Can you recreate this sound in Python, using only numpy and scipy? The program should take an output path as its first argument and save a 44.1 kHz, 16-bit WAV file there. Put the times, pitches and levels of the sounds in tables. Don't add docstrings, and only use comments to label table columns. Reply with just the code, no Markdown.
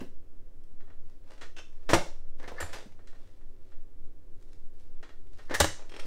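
import sys
import numpy as np
from scipy import signal
from scipy.fft import rfft, irfft, next_fast_len
from scipy.io import wavfile
from scipy.ndimage import uniform_filter1d

SR = 44100
rng = np.random.default_rng(int(sys.argv[2]) if len(sys.argv) > 2 else 0)


def persist_wave(psi):
    counts = np.round(np.clip(psi, -1, 1) * 32767).astype(np.int16)
    wavfile.write(sys.argv[1], SR, np.atleast_2d(counts).T)


N = 267246
TIME = np.arange(N) / SR
AGE = np.arange(SR // 2) / SR


def amp(db):
    return 10 ** (np.asarray(db) / 20)


def unit(x):
    return x / np.sqrt(np.mean(x ** 2) + 1e-20)


def fade(t, fade_s):
    return np.exp(-np.log(1000) * t / np.maximum(fade_s, 1e-3))


def swell(peak_s, build_s, fade_s):
    return fade(np.maximum(peak_s - TIME, 0), build_s) * fade(np.maximum(TIME - peak_s, 0), fade_s)


def along(points, hz):
    pitches, values = np.transpose(points)
    return np.interp(np.log(hz + 1e-3), np.log(pitches), values)


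def tilt(hz, db_per_octave):
    return amp(db_per_octave * np.log2(np.clip(hz, 550, 8500) / 2300))


def filtered(x, response):
    size = next_fast_len(len(x) + SR // 4)
    return irfft(rfft(x, size) * response(np.fft.rfftfreq(size, 1 / SR)), size)[:len(x)]


def coloured(x, colour):
    return unit(filtered(x, lambda hz: amp(along(colour, hz))))


def narrow(centre_hz, spread_hz):
    return unit(filtered(rng.standard_normal(N), lambda hz: 1 / (1 + ((hz - centre_hz) / spread_hz) ** 4)))


def causal(gain):
    cepstrum = irfft(np.log(np.maximum(gain, 1e-6 * gain.max())))
    half = len(cepstrum) // 2
    return np.exp(rfft(np.r_[cepstrum[0], 2 * cepstrum[1:half], np.zeros(half)]))


def add(track, time_s, sound):
    start = max(round(time_s * SR), 0)
    track[start:start + len(sound)] += sound[:max(N - start, 0)]


# (pitch [Hz], fade time [s])
ECHO_FADES = [(100, 0.24), (500, 0.27), (2000, 0.28), (6000, 0.4), (10000, 0.31), (15000, 0.18)]
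def cabin_echo(build_s=0.0056):
    hz, t, noise = signal.stft(rng.standard_normal(len(AGE)), SR, nperseg=256)
    dying = noise * fade(t, along(ECHO_FADES, hz)[:, None])
    echo = signal.istft(dying, SR, nperseg=256)[1][:len(AGE)]
    echo *= 1 - np.exp(-AGE / build_s)
    return echo / np.linalg.norm(echo)


def in_cabin(x, echo_db):
    return x + amp(echo_db) * signal.fftconvolve(x, cabin_echo())[:len(x)]


# (pitch [Hz], relative level [dB])
AIR_COLOUR = [(20, 5), (33, 6), (50, -12.5), (85, -2), (130, -18.5), (220, -17), (380, -19), (520, -20.5),
              (750, -29.5), (1200, -33.5), (3000, -42), (7000, -45.5), (10000, -48), (15500, -48.5)]
SWAY_COLOUR = [(1, -6), (4, -6), (7, 0.5), (12, -4.5), (15, -18), (19, -29), (40, -58), (100, -120)]
def background():
    hum = (amp(-67.5) * narrow(84.8, 18) + amp(-73.5) * narrow(378, 24)
           + amp(-72) * narrow(295, 37) + amp(-78.5) * narrow(505, 44))
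    air = amp(-56.5) * coloured(rng.standard_normal(N), [(3.4, -24.5)] + AIR_COLOUR)
    sway = amp(-31.5) * coloured(rng.standard_normal(N), SWAY_COLOUR)
    return hum + air + sway


def stick_slip(slips_per_s, depth_db):
    jumps = rng.standard_normal(N // 20)
    return amp(depth_db * np.interp(TIME * slips_per_s, np.arange(len(jumps)), jumps))


# (peak time [s], level [dB], brightness [dB per octave], fade time [s])
STROKES = [(0.005, -41.5, -2.5, 0.08), (1.1, -70.5, 1, 0.25), (1.309, -58.5, -1.5, .38),
           (1.85, -69.5, -0.5, 1.3), (2.071, -58, -3, 0.47), (2.438, -63, 0, 0.45), (2.62, -48.5, -3, 0.55),
           (2.768, -47.5, -1, 0.34), (3.2, -70.5, 0.5, 1.44), (3.68, -71, 0.5, .45),
           (4.41, -72.5, 4.5, 0.27), (4.52, -71, 2, 0.35), (4.81, -70, 2.3, 0.31), (4.97, -76, 0, 0.49),
           (5.4, -63.5, 1.5, 0.56), (5.8, -50.5, -4, 0.19), (6.05, -49, -2.2, 0.81)]
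# (pitch [Hz], relative level [dB])
RUSTLE_COLOUR = [(180, -28.5), (300, -7), (366, -3), (603, -4), (1610, -8.5), (2610, -10.5), (4520, -14),
                 (5340, -15.5), (5800, -17), (8790, -21.5), (16000, -39)]
def rubbing():
    track = np.zeros(N)
    for peak_s, db, brightness, fade_s in STROKES:
        noise = rng.standard_normal(N)
        rustle = filtered(noise, lambda hz: amp(along(RUSTLE_COLOUR, hz)) * tilt(hz, brightness))
        track += amp(db) * swell(peak_s, build_s=0.83 * fade_s, fade_s=fade_s) * unit(rustle)
    return in_cabin(track * unit(stick_slip(slips_per_s=290, depth_db=6.5)), echo_db=-4)


# (time [s], level [dB], pitch [Hz])
SOFT_BUMPS = [(0.003, -38.5, 103.7), (0.014, -33, 269), (1.933, -36.5, 37), (2.517, -31, 482),
              (2.560, -47, 514), (2.615, -35.5, 85.4), (2.624, -39, 376), (2.627, -29.5, 864),
              (2.857, -46, 209), (6.050, -37, 202)]
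def bumps():
    track = np.zeros(N)
    for time_s, db, hz in SOFT_BUMPS:
        give_colour = [(hz / 4, -22), (hz, 0), (hz * 2, -12), (hz * 8, -45)]
        give = coloured(rng.standard_normal(len(AGE)), give_colour)
        panel = np.sin(2 * np.pi * hz * AGE) + 0.91 * give
        fade_s = 0.16 * (100 / hz) ** 0.92
        rise = 1 - np.exp(-AGE * hz / 0.8)
        add(track, time_s, amp(db) * panel * fade(AGE, fade_s) * rise)
    return in_cabin(track, echo_db=-5.5)


# (lowest [Hz], highest [Hz])
HIT_RANGES = [(50, 250), (250, 1200), (1200, 4500), (4500, 15900)]
def strike(hits, notes, body, body_db, echo_db, thud_db, knock_db, tick_db, rise_share):
    hz = np.fft.rfftfreq(len(AGE), 1 / SR)
    peaks = sum(amp(db) ** 2 / (1 + (2 * (hz - pitch) / width) ** 2) ** 1.5 for pitch, width, db in notes)
    part = np.sqrt(peaks + amp(along(body, hz) + body_db) ** 2)
    strengths = np.array([np.linalg.norm(part[(hz > low) & (hz < high)]) for low, high in HIT_RANGES])
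    balance_db = np.array([thud_db, knock_db, 0, tick_db]) - 20 * np.log10(strengths)
    middles_hz = np.sqrt(np.prod(HIT_RANGES, axis=1))
    part *= amp(along(np.c_[middles_hz, balance_db], hz))
    scale = np.sqrt(len(AGE) * 0.035 * SR / 2)
    track = np.zeros(N)
    for time_s, db, brightness, fade_s in hits:
        rise = 1 - np.exp(-AGE / max(rise_share * fade_s, 1e-4))
        rattle = rng.standard_normal(len(AGE)) * fade(AGE, fade_s) * rise
        force = rfft(rattle / np.linalg.norm(rattle) + amp(echo_db) * cabin_echo())
        ripples = np.sqrt(np.abs(uniform_filter1d(np.abs(force) ** 2, size=110)))
        gain = amp(db) * part * tilt(hz, brightness) / ripples
        add(track, time_s, scale * irfft(force * causal(gain)))
    return track


# (time [s], level [dB], brightness [dB per octave], fade time [s])
LINER_HITS = [(0.805, -68.5, -0.5, 0.049), (0.873, -74, -4.5, 0.11), (0.900, -68.5, -2.5, 0.072),
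              (1.378, -65, 2, .035), (1.410, -49.5, 2, 0.19), (2.991, -71, -4.5, 0.043),
              (3.072, -63.5, 5, 0.059), (3.13, -70, -3.5, 0.027), (3.153, -70, -0.5, .057),
              (3.409, -77, -3, 0.063), (3.717, -70, -1, 0.083), (5.027, -56, .5, 0.075),
              (5.091, -61.5, 0, 0.049), (5.385, -61, -1, 0.12)]
BIN_HITS = [(1.564, -53.5, 1, 0.08), (1.581, -50, .5, .09)]
# (pitch [Hz], width [Hz], relative level [dB])
LINER_NOTES = [(1426, 390, 2), (1850, 105, 9), (2180, 210, -2.5), (2820, 40, 3.5), (3350, 120, 2),
               (4023, 140, 1)]
BIN_NOTES = [(1560, 160, -1.5), (2680, 210, 3.5), (3050, 160, 1.5), (3540, 130, 0), (5420, 400, -9.5),
             (6250, 140, -5.5)]
# (pitch [Hz], relative level [dB])
PLASTIC_COLOUR = [(100, -19.5), (300, -3.5), (1000, -8), (2000, -3.5), (3500, -8), (6500, -12), (8000, -16),
                  (10000, -25), (16000, -41)]
def liners():
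    ticks = strike(LINER_HITS, LINER_NOTES, PLASTIC_COLOUR, body_db=3, echo_db=-1.5,
                   thud_db=-17, knock_db=3, tick_db=-11.5, rise_share=0.016)
    rattle = strike(BIN_HITS, BIN_NOTES, PLASTIC_COLOUR, body_db=-5, echo_db=-4.5,
                    thud_db=-23, knock_db=-2, tick_db=-7.5, rise_share=0.045)
    return ticks + rattle


# (time it slips [s], level [dB])
BOLT_PUSHES = [(2.447, -49), (2.593, -41), (2.629, -44.5), (5.516, -41.5), (5.553, -27)]
# (pitch [Hz], spread to each side [Hz], relative level [dB])
BOLT_NOTES = [(1727, 29, -4.5), (1833, 99, -7.5), (2080, 93, -9), (1350, 300, -5.5), (2630, 54, -27.5),
              (4300, 830, -18.5)]
def bolt_scrape():
    rasp = sum(amp(db) * narrow(hz, spread) for hz, spread, db in BOLT_NOTES)
    push = sum(amp(db) * swell(slip_s, build_s=0.08, fade_s=0.059) for slip_s, db in BOLT_PUSHES)
    judder = stick_slip(slips_per_s=260, depth_db=2)
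    return in_cabin(push * unit(rasp * judder), echo_db=-8)


# (time [s], level [dB], brightness [dB per octave], fade time [s])
LATCH_HITS = [(1.89, -35, -0.5, 0.12), (1.904, -43, 5, 0.12), (2.398, -61, -1.5, 0.04),
              (2.417, -64, -2.5, .089), (2.436, -58.5, -3, .07), (2.476, -50, -.5, 0.097),
              (2.729, -48, 2.5, 0.096), (2.741, -56.5, 1, .025), (5.496, -54.5, -2, 0.048),
              (5.508, -45, -3, 0.084), (5.529, -52.5, -4, 0.1), (5.54, -38, 2, 0.077),
              (5.546, -51, 11.5, .051)]
SPRING_HITS = [(2.605, -42.5, 0, 0.051)]
HANDLE_HITS = [(0.637, -81, 9.5, 0.017), (5.894, -57.5, 3, 0.03), (5.917, -53, -1.5, 0.047),
               (5.938, -50, -1.5, 0.085), (5.964, -48.5, 0, .024), (5.995, -46.5, 2.5, 0.044)]
# (pitch [Hz], width [Hz], relative level [dB])
LATCH_NOTES = [(284, 74, -0.5), (538, 110, -3.5), (1580, 140, -5.5), (1970, 36, -8.5), (2457, 130, -17.5),
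               (3600, 250, -14.5), (5230, 240, -18), (5490, 33, -18), (6000, 220, -18.5), (7440, 17, -16.5)]
SPRING_NOTES = [(1520, 70, 1.5), (1810, 140, 1), (4570, 330, -10), (7310, 200, 5.5), (8250, 440, -2),
                (9800, 400, -15), (12000, 770, -11), (12700, 560, -14.5)]
HANDLE_NOTES = [(1860, 170, -4), (2710, 200, -4), (3240, 160, 1.5), (4140, 250, -7), (5410, 310, 0.5),
                (8550, 400, -2.5)]
# (pitch [Hz], relative level [dB])
LATCH_COLOUR = [(47, -38), (80, 3), (156, -22), (303, -11), (563, -15), (877, -15.5), (1090, -15),
                (1530, -18.5), (1740, -12), (2330, -18), (3870, -23), (4730, -26), (5900, -26.5),
                (12800, -44), (16000, -47.5)]
SPRING_COLOUR = [(100, -35), (300, 3), (900, -12), (2000, -12), (3000, -11.5), (6200, -11.5), (8000, -10),
                 (10500, -8), (13000, -17), (14200, -34), (16000, -31)]
HANDLE_COLOUR = [(100, -10), (400, 17), (1000, -6), (3000, -16.5), (6000, -17), (9000, -22), (16000, -36)]
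def latches():
    chatter = strike(LATCH_HITS, LATCH_NOTES, LATCH_COLOUR, body_db=8.5, echo_db=-5,
                     thud_db=-5.5, knock_db=4, tick_db=-7, rise_share=0.03)
    spring = strike(SPRING_HITS, SPRING_NOTES, SPRING_COLOUR, body_db=-2, echo_db=-4,
                    thud_db=-43, knock_db=4, tick_db=-2, rise_share=0.012)
    fingers = strike(HANDLE_HITS, HANDLE_NOTES, HANDLE_COLOUR, body_db=8, echo_db=-6,
                     thud_db=-17, knock_db=-7, tick_db=-15, rise_share=0.03)
    return chatter + spring + fingers


# (time [s], level [dB], brightness [dB per octave], fade time [s])
LEFT_HITS = [(1.9325, -28, -1, 0.038), (1.938, -29, 1.5, .065)]
RIGHT_HITS = [(5.600, -29, 2.7, 0.046), (5.6025, -32, 3.5, 0.01), (5.605, -30, -0.4, 0.048),
              (5.643, -35.5, -0.5, 0.022)]
# (pitch [Hz], width [Hz], relative level [dB])
LEFT_NOTES = [(83, 35, -6), (168, 50, 0.5), (337, 42, 2.5), (365, 49, -3), (513, 32, -1), (558, 69, 0.5),
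              (602, 39, -0.5), (715.5, 73, -6), (882, 45, 1), (928, 45, -1), (1089, 45, -11),
              (1210, 38, -7), (1425.5, 74, -11), (1720, 66, -9.5), (1847, 48, -10.5), (2121, 210, -12.5),
              (2726, 85, -15.5), (5730, 150, -17.5)]
RIGHT_NOTES = [(84, 40, 6.5), (167, 22, 0.5), (311, 30, 2.5), (520, 82, 1), (580, 49, 3), (820, 70, 0),
               (870, 89, -13), (1230, 80, -22), (1690, 130, 0.5), (1820, 150, -8), (2236, 78, -1),
               (2970, 330, -3), (3870, 350, -4.5), (5370, 140, -7), (6230, 560, -8.5), (7340, 280, -7),
               (8240, 350, -8.5)]
# (pitch [Hz], relative level [dB])
LEFT_COLOUR = [(30, -23.5), (70, -7.5), (130, -13.5), (230, -11), (320, -6.5), (600, -3.5), (1000, -5.5),
               (2000, -12.5), (3500, -18.5), (7000, -24.5), (9000, -28), (11000, -37), (16000, -46)]
RIGHT_COLOUR = [(30, -38), (70, -7), (130, -8), (220, -14), (330, -4.5), (900, -2), (1400, -3),
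                (2000, -1.5), (2500, -14), (4000, -8), (8300, -13), (10000, -19), (16000, -25.5)]
def doors():
    left = strike(LEFT_HITS, LEFT_NOTES, LEFT_COLOUR, body_db=-2.5, echo_db=-8,
                  thud_db=-2, knock_db=6, tick_db=-6, rise_share=0.04)
    right = strike(RIGHT_HITS, RIGHT_NOTES, RIGHT_COLOUR, body_db=1, echo_db=-9,
                   thud_db=0, knock_db=4, tick_db=-3.5, rise_share=0.073)
    return left + right


def scene():
    return (doors() + latches() + bolt_scrape() + liners() + bumps() + rubbing() + background())[None]


def record(dry):
    return np.array([filtered(x, lambda hz: 1 / (1 + (hz / 15850) ** 200)) for x in dry])


dry = scene()
out = record(dry)
persist_wave(out)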